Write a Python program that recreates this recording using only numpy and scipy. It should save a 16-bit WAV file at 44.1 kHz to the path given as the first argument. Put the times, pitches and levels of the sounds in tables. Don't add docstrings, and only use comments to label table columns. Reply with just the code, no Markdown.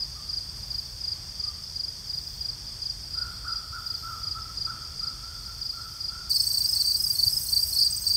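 import sys
import numpy as np
from scipy import signal
from scipy.fft import rfft, irfft
from scipy.io import wavfile
from scipy.ndimage import uniform_filter1d

SR = 44100
rng = np.random.default_rng(int(sys.argv[2]) if len(sys.argv) > 2 else 0)


def amplitude_ratio(level_db):
    exponent = np.asarray(level_db, float) / 20
    return 10 ** exponent


def generate_wav(sig):
    pcm = np.round(np.clip(np.atleast_2d(sig).T, -1, 1) * 32767).astype(np.int16)
    wavfile.write(sys.argv[1], SR, pcm)


N = 359856
TIME_S = np.arange(N) / SR
CHANGE_S = 6.296

# middle stroke [t/s], peak [level/dB]
NEAR_CHIRPS = [(-.026, -24), (.324, -24.5), (.737, -25), (1.071, -25), (1.430, -24.5), (1.790, -25),
               (2.128, -25.5), (2.441, -25.5), (2.850, -24.5), (3.169, -24.5), (3.512, -26), (3.895, -25.5),
               (4.264, -25.5), (4.604, -24), (5.024, -25.5), (5.647, -26), (6.036, -25.5)]
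# offset [t/ms], step [level/dB], length [t/ms]
NEAR_PATTERN = [
    (-37.5, -1.0, 26),
    (0, 0.1, 27),
    (40.5, 0.6, 26.5),
]
NEAR_HZ, NEAR_FALL_SHARE = 4960, .19
# onset [t/s], top pitch [f/Hz], peak [level/dB]
BANK_STROKES = [(-.002, 5100, -27), (.039, 4960, -31), (.355, 4920, -33), (.403, 4920, -34),
                (.485, 4920, -31.5), (.625, 5000, -33), (1.004, 5100, -30), (1.285, 4950, -36.5),
                (2.068, 5130, -36), (4.845, 5000, -36), (1.632, 5080, -31.5), (1.668, 5160, -37),
                (1.876, 4980, -31), (2.227, 4960, -35), (2.263, 5000, -30.5), (2.662, 5000, -32.5),
                (2.713, 5120, -35), (3.027, 5120, -35), (3.495, 5000, -30), (3.520, 5010, -29),
                (3.574, 4920, -32), (4.344, 5000, -33), (4.414, 5130, -32), (4.692, 4960, -32),
                (5.087, 5030, -34), (5.454, 4980, -30), (5.661, 5170, -33), (5.809, 5010, -32.5)]
BANK_MS, BANK_FALL_SHARE = 20.6, 0.087

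# (pitch [f/Hz], spread [share], strokes [1/s], length [t/ms], pitch fall [share]), singers [count]
TRILLS = [
    ((3480, .06, 45, 12, .03), 6),
    ((4950, .014, 26.5, 22, .12), 5),
    ((4720, .045, 26.5, 22, .11), 9),
    ((5400, .055, 83, 7, .04), 6),
    ((6940, .016, 40, 16, .015), 2),
    ((8400, .02, 16.5, 22, .06), 7),
]
# pond [level/dB], grass [level/dB]
TRILL_LEVELS_DB = [(-60.5, -67), (-44.5, -39.5), (-44.5, -45.5), (-47, -40), (-66.5, -57), (-59, -45.5)]
# start [t/s], end [t/s], [level/dB]
THIN_BOUTS = [
    (-1, 3.1, -59.5),
    (3.8, 6.5, -60),
]
THIN_REST_DB, THIN_GRASS_DB = -70, -48.5

# [f/Hz], density [level/dB]
RUMBLE_SPECTRUM = [(12, -36), (20, -21), (48, 3), (75, 0.5), (132, -5), (223, -18.5), (339, -22),
                   (538, -25), (1170, -24.5), (2480, -29), (3000, -31.5), (3900, -30.5), (6600, -120)]
# [f/Hz], density [level/dB]
HISS_SPECTRUM = [(2500, -7.5), (7300, 2), (8700, 0), (10000, -1.5), (13000, -2.5), (16000, -9.5)]
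RUMBLE_DB, HISS_POND_DB, HISS_GRASS_DB = -45, -55, -49
# onset [t/s], [level/dB], pitch [f/Hz], length [t/s]
KNOCK = (7.254, -29, 100, .035)

# onset [t/s], [level/dB], pitch [f/Hz], length [t/s]
BIRD_NOTES = [(0.148, -48.5, 1220, 0.081), (1.425, -49.5, 1237, 0.14), (3.144, -39.5, 1418, 0.23),
              (3.439, -34, 1376, 0.13), (3.722, -32.5, 1385, 0.1), (4.025, -34, 1352, 0.17),
              (4.347, -33.5, 1350, 0.082), (4.662, -33, 1376, 0.094), (5, -42, 1360, 0.1796),
              (5.186, -48, 1375, 0.32), (5.444, -44.5, 1395, 0.116), (5.725, -41.5, 1376, 0.22),
              (6.087, -42, 1391, 0.21)]

# resonance [f/Hz], width [f/Hz], scrapes [1/s], duty [share]
POND_WINGS = [(12600, 3000, 50, .6), (15000, 1200, 60, .6)]
GRASS_WINGS = [(10840, 3100, 30, 0.43), (13040, 4100, 56, 0.41), (15100, 1800, 65.5, .5)]
# (start [t/s], end [t/s], [level/dB]) rows, resting [level/dB]
POND_BOUTS = [
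    ([(.55, .95, -59), (2.05, 2.47, -61), (3.2, 3.5, -64), (3.75, 4.25, -58), (5.3, 6.15, -59.5)], -72.5),
    ([(.65, .95, -63), (2.05, 2.47, -59), (3.75, 4.25, -63), (5.5, 6.05, -64)], -76),
]
GRASS_BOUTS = [
    ([(6.2, 7.0, -48), (7.0, 7.83, -42), (8.08, 8.3, -55)], -57),
    ([(6.2, 7.1, -41), (7.1, 7.83, -38.5), (7.97, 8.3, -44.5)], -48),
    ([(6.2, 7.93, -43), (8.03, 8.3, -42)], -45),
]

# middle stroke [t/s], peak of each stroke [level/dB]
HIGH_VOICE = [(-32, 4950, 15, 0.045), (-1, 5170, 23.6, 0.16), (38.5, 5200, 23, 0.176)]
HIGH_CHIRPS = [(6.3566, -24.5, -20, -17.5), (6.6849, -23, -19.5, -18), (6.9951, -25, -20, -18.5),
               (7.3235, -25, -20, -18.5), (7.7797, -26, -20, -19)]
LONG_VOICE = [(-32.5, 4740, 22.2, 0.183), (0, 4760, 28.9, 0.21), (39.5, 4805, 27.5, 0.205)]
LONG_CHIRPS = [(6.298, -45, -19, -20), (6.4965, -41, -20.5, -22), (6.6, -29, -18, -18),
               (6.791, -45, -17.5, -47), (6.841, -45, -20, -20), (6.900, -17, -17, -17),
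               (7.221, -19, -19, -17), (7.556, -15.5, -15.5, -50), (7.816, -16.5, -16, -15.5),
               (8.094, -16, -17.5, -17.5)]
LOW_VOICE = [(-31, 4460, 17, .09), (0, 4590, 29.7, 0.17), (45, 4550, 31.6, 0.12)]
LOW_CHIRPS = [(6.305, -45, -23, -19.5), (6.754, -45, -19.5, -39), (7.18, -23.5, -19.5, -29),
              (7.514, -25, -27, -24), (7.755, -22, -18.5, -22)]
BRISK_VOICE = [(-31, 4540, 18, 0.11), (0.5, 4635, 19.5, 0.16), (34.5, 4630, 20, 0.093)]
BRISK_CHIRPS = [(6.429, -19, -22, -18), (6.568, -23, -17, -45), (7.227, -24, -14.5, -45)]
PAIR_VOICE = [(-37, 4810, 19.5, 0.11), (-0.5, 4825, 20.7, 0.086)]
PAIR_CHIRPS = [(6.792, -25, -40), (7.098, -20.5, -17), (7.624, -19.5, -17), (7.842, -15.5, -18.5),
               (8.146, -18.5, -17)]
# onset [t/s], top pitch [f/Hz], peak [level/dB]
LONE_STROKES = [(6.391, 4620, -23), (6.810, 4390, -20.5), (6.810, 4600, -22), (6.731, 4480, -27),
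                (7.272, 4690, -15.5), (7.118, 4760, -32), (7.164, 4400, -34), (7.411, 4860, -34),
                (7.458, 4330, -34), (7.684, 4870, -25.5), (7.922, 4930, -22), (7.942, 4690, -30),
                (7.972, 4800, -26.5), (8.035, 4440, -30), (8.075, 4610, -27)]
LONE_MS, LONE_FALL_SHARE = 17, 0.1
# first [t/s], last [t/s], beat [t/ms], peak [level/dB], fall [share]
GROUND_RUNS = [(6.299, 6.87, 55.6, -29.5, .11), (6.906, 7.65, 55.4, -31.5, .1),
               (7.683, 8.15, 55.4, -32, .1), (6.338, 6.6, 58.5, -31.5, .05), (6.424, 6.95, 56.5, -35, .04),
               (6.977, 7.46, 56.2, -35, .07), (7.489, 7.8, 58.5, -32, .08), (7.840, 8.15, 58.5, -30, .05)]
GROUND_HZ, GROUND_MS, GROUND_SCATTER_DB = 8313, 19, 1.5


def unit(x):
    return x / np.sqrt(np.mean(x ** 2))


def colour(x, points):
    hz, db = np.transpose(points)
    f_hz = np.maximum(np.fft.rfftfreq(N, 1 / SR), 1)
    gain_db = np.interp(np.log(f_hz), np.log(hz), db, left=-60, right=-60)
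    return irfft(rfft(x) * amplitude_ratio(gain_db), N)


def ring(x, hz, width_hz):
    detune = (np.fft.rfftfreq(N, 1 / SR) - hz) / (width_hz / 2)
    return irfft(rfft(x) / (1 + detune ** 4), N)


def walk(rate_hz):
    k = int(SR / rate_hz)
    steps = np.repeat(rng.standard_normal(N // k + 1), k)
    return unit(uniform_filter1d(uniform_filter1d(steps, k), k)[:N])


def scatter(x, t60_s, wet_db, gap_s=0.0054):
    t_s = np.arange(int(SR * .9)) / SR
    tail = rng.standard_normal(len(t_s)) * 1000 ** (-t_s / t60_s) * (t_s > gap_s)
    return amplitude_ratio(wet_db) * signal.fftconvolve(x, tail / np.sqrt(np.sum(tail ** 2)))[:N]


def bouts(rows, rest_db, swell_s):
    level_db = rest_db + sum((db - rest_db) * ((TIME_S > start) & (TIME_S <= end)) for start, end, db in rows)
    return amplitude_ratio(uniform_filter1d(level_db + 0., int(swell_s * SR)))


def strokes(s, hz, db, ms, fall, overtone_db=-60, fade=3):
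    k = np.arange(int(np.max(ms) * SR / 1000) + 1)
    u = np.minimum(k / (ms[:, None] * SR / 1000), 1)
    ramp = np.clip(np.minimum(u / .4, (1 - u) / .31), 0, 1)
    shape = np.sin(ramp * np.pi / 2) ** 2
    drop = fall[:, None] * u ** 3.5
    pitch_hz = hz[:, None] * (1 - drop - .03 * (1 - u) ** 4)
    phase = 2 * np.pi * (np.cumsum(pitch_hz, axis=1) / SR + rng.random((len(s), 1)))
    shape = shape * (1 - fade * drop)
    overtone = amplitude_ratio(overtone_db) * shape ** 2 * np.sin(2 * phase)
    tone = amplitude_ratio(db)[:, None] * shape * (np.sin(phase) + overtone)
    place = np.clip((s[:, None] * SR).astype(int) + k + 1, 0, N + 1)
    return np.bincount(place.ravel(), tone.ravel(), N + 2)[1:N + 1]


def pond_crickets():
    near = [(s + offset_ms / 1000, NEAR_HZ, db + step_db, ms, NEAR_FALL_SHARE)
            for s, db in NEAR_CHIRPS for offset_ms, step_db, ms in NEAR_PATTERN]
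    bank = [(*row, BANK_MS, BANK_FALL_SHARE) for row in BANK_STROKES]
    pond = strokes(*np.transpose(near), overtone_db=-38, fade=1.3) + strokes(*np.transpose(bank))
    return pond + scatter(pond, 0.4, -13)


def trill(hz, spread, rate_hz, ms, fall, count):
    beats = 720
    own_rate_hz = rate_hz * (1 + .012 * rng.standard_normal((count, 1)))
    beat_s = np.arange(beats)[None] / own_rate_hz + rng.random((count, 1)) / rate_hz - .05
    chance = rng.standard_normal((count, beats, 3))
    keep = beat_s < N / SR
    swell_db = 3.1 * uniform_filter1d(chance[..., 0], size=4, axis=1) + 1.2 * chance[..., 1]
    detune = np.linspace(-1, 1, count)[:, None] + .4 * chance[..., 2]
    pitch_hz = (hz * (1 + spread * detune))[keep]
    song = strokes(beat_s[keep], pitch_hz, swell_db[keep], ms + 0 * pitch_hz, fall + 0 * pitch_hz)
    return unit(song + scatter(song, .3, -4))


def chorus(grass):
    steady = sum(amplitude_ratio(np.where(grass, grass_db, pond_db)) * trill(*voice, count=count)
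                 for (voice, count), (pond_db, grass_db) in zip(TRILLS, TRILL_LEVELS_DB))
    thin = trill(6070, .04, 60, 9, .04, count=4)
    bell = trill(6440, .006, 41.7, 13, .03, count=3)
    thin_gain = np.where(grass, amplitude_ratio(THIN_GRASS_DB), bouts(THIN_BOUTS, THIN_REST_DB, .2))
    return steady + thin_gain * (thin + bell)


def air(grass):
    rumble_gain = amplitude_ratio(RUMBLE_DB + 0.68 * walk(4.98))
    rumble = unit(colour(rng.standard_normal(N), RUMBLE_SPECTRUM)) * rumble_gain
    hiss_gain = amplitude_ratio(np.where(grass, HISS_GRASS_DB, HISS_POND_DB))
    hiss = unit(colour(rng.standard_normal(N), HISS_SPECTRUM)) * hiss_gain
    s, db, hz, length_s = KNOCK
    u = np.clip((TIME_S - s) / length_s, 0, 1)
    knock = amplitude_ratio(db) * np.sin(np.pi * u) ** 2 * np.sin(2 * np.pi * hz * (TIME_S - s))
    return rumble + hiss + knock


def bird():
    call, wobble = np.zeros(N), walk(300)
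    breath = unit(ring(rng.standard_normal(N), 1280, 700))
    for s, db, hz, length_s in BIRD_NOTES:
        now = slice(int(s * SR), int((s + length_s) * SR))
        u = np.abs(TIME_S[now] - s) / length_s
        bend = .034 * wobble[now] - .1 * np.exp(-u / .12) - .15 * u ** 2.5 + .02
        phase = 2 * np.pi * np.cumsum(hz * (1 + bend)) / SR
        arch = np.sin(np.pi * u ** .6)
        call[now] += amplitude_ratio(db) * arch * (np.sin(phase) + amplitude_ratio(-20) * breath[now])
    return amplitude_ratio(-2.5) * call + scatter(call, 0.75, -3)


def scrape(rate_hz, duty, depth=0.53):
    phase = np.cumsum(rate_hz * (1 + 0.0127 * walk(2.4))) / SR % 1
    pulse = np.exp(-phase / duty) * np.minimum(phase / 0.17, 1) * 2
    gate = 1 - depth + depth * pulse
    return gate * rng.standard_normal(N) * amplitude_ratio(1.9 * walk(200))


def buzz(songs, wings, swell_s):
    return sum(bouts(*song, swell_s) * unit(ring(scrape(rate_hz, duty), hz, width_hz))
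               for song, (hz, width_hz, rate_hz, duty) in zip(songs, wings))


def katydids(grass):
    far = buzz(POND_BOUTS, POND_WINGS, .2)
    near = buzz(GRASS_BOUTS, GRASS_WINGS, .06)
    return np.where(grass, amplitude_ratio(-0.5) * near, amplitude_ratio(-2.5) * far)


def chirps(voice, rows):
    return [(row[0] + offset_ms / 1000, hz, db, ms, fall)
            for row in rows for (offset_ms, hz, ms, fall), db in zip(voice, row[1:])]


def grass_crickets():
    song = chirps(HIGH_VOICE, HIGH_CHIRPS) + chirps(LONG_VOICE, LONG_CHIRPS) + chirps(LOW_VOICE, LOW_CHIRPS)
    song += chirps(BRISK_VOICE, BRISK_CHIRPS) + chirps(PAIR_VOICE, PAIR_CHIRPS)
    song += [(*row, LONE_MS, LONE_FALL_SHARE) for row in LONE_STROKES]
    field = strokes(*np.transpose(song), overtone_db=-22)
    beats = [(s, db, fall) for first, last, beat_ms, db, fall in GROUND_RUNS
             for s in np.arange(first, last, beat_ms / 1000)]
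    s, db, fall = np.transpose(beats)
    uneven_db = GROUND_SCATTER_DB * np.resize(rng.standard_normal(80), len(s))
    ground = strokes(s, GROUND_HZ + 0 * s, db + uneven_db, GROUND_MS + 0 * s, fall)
    return field + scatter(field, 0.23, -14) + ground + scatter(ground, .1, -13)


def scene():
    grass = TIME_S > CHANGE_S
    crickets = np.where(grass, grass_crickets(), pond_crickets())
    return (crickets + chorus(grass) + air(grass) + bird() * ~grass + katydids(grass))[None]


def band_limit(x):
    return signal.sosfilt(signal.butter(12, 16570, fs=SR, output="sos"), x)


def record(dry):
    low_pass = signal.ellip(12, .2, 70, 15700, fs=SR, output="sos")
    mix = signal.sosfilt(low_pass, dry)
    return band_limit(mix)


dry = scene()
out = record(dry)
generate_wav(out)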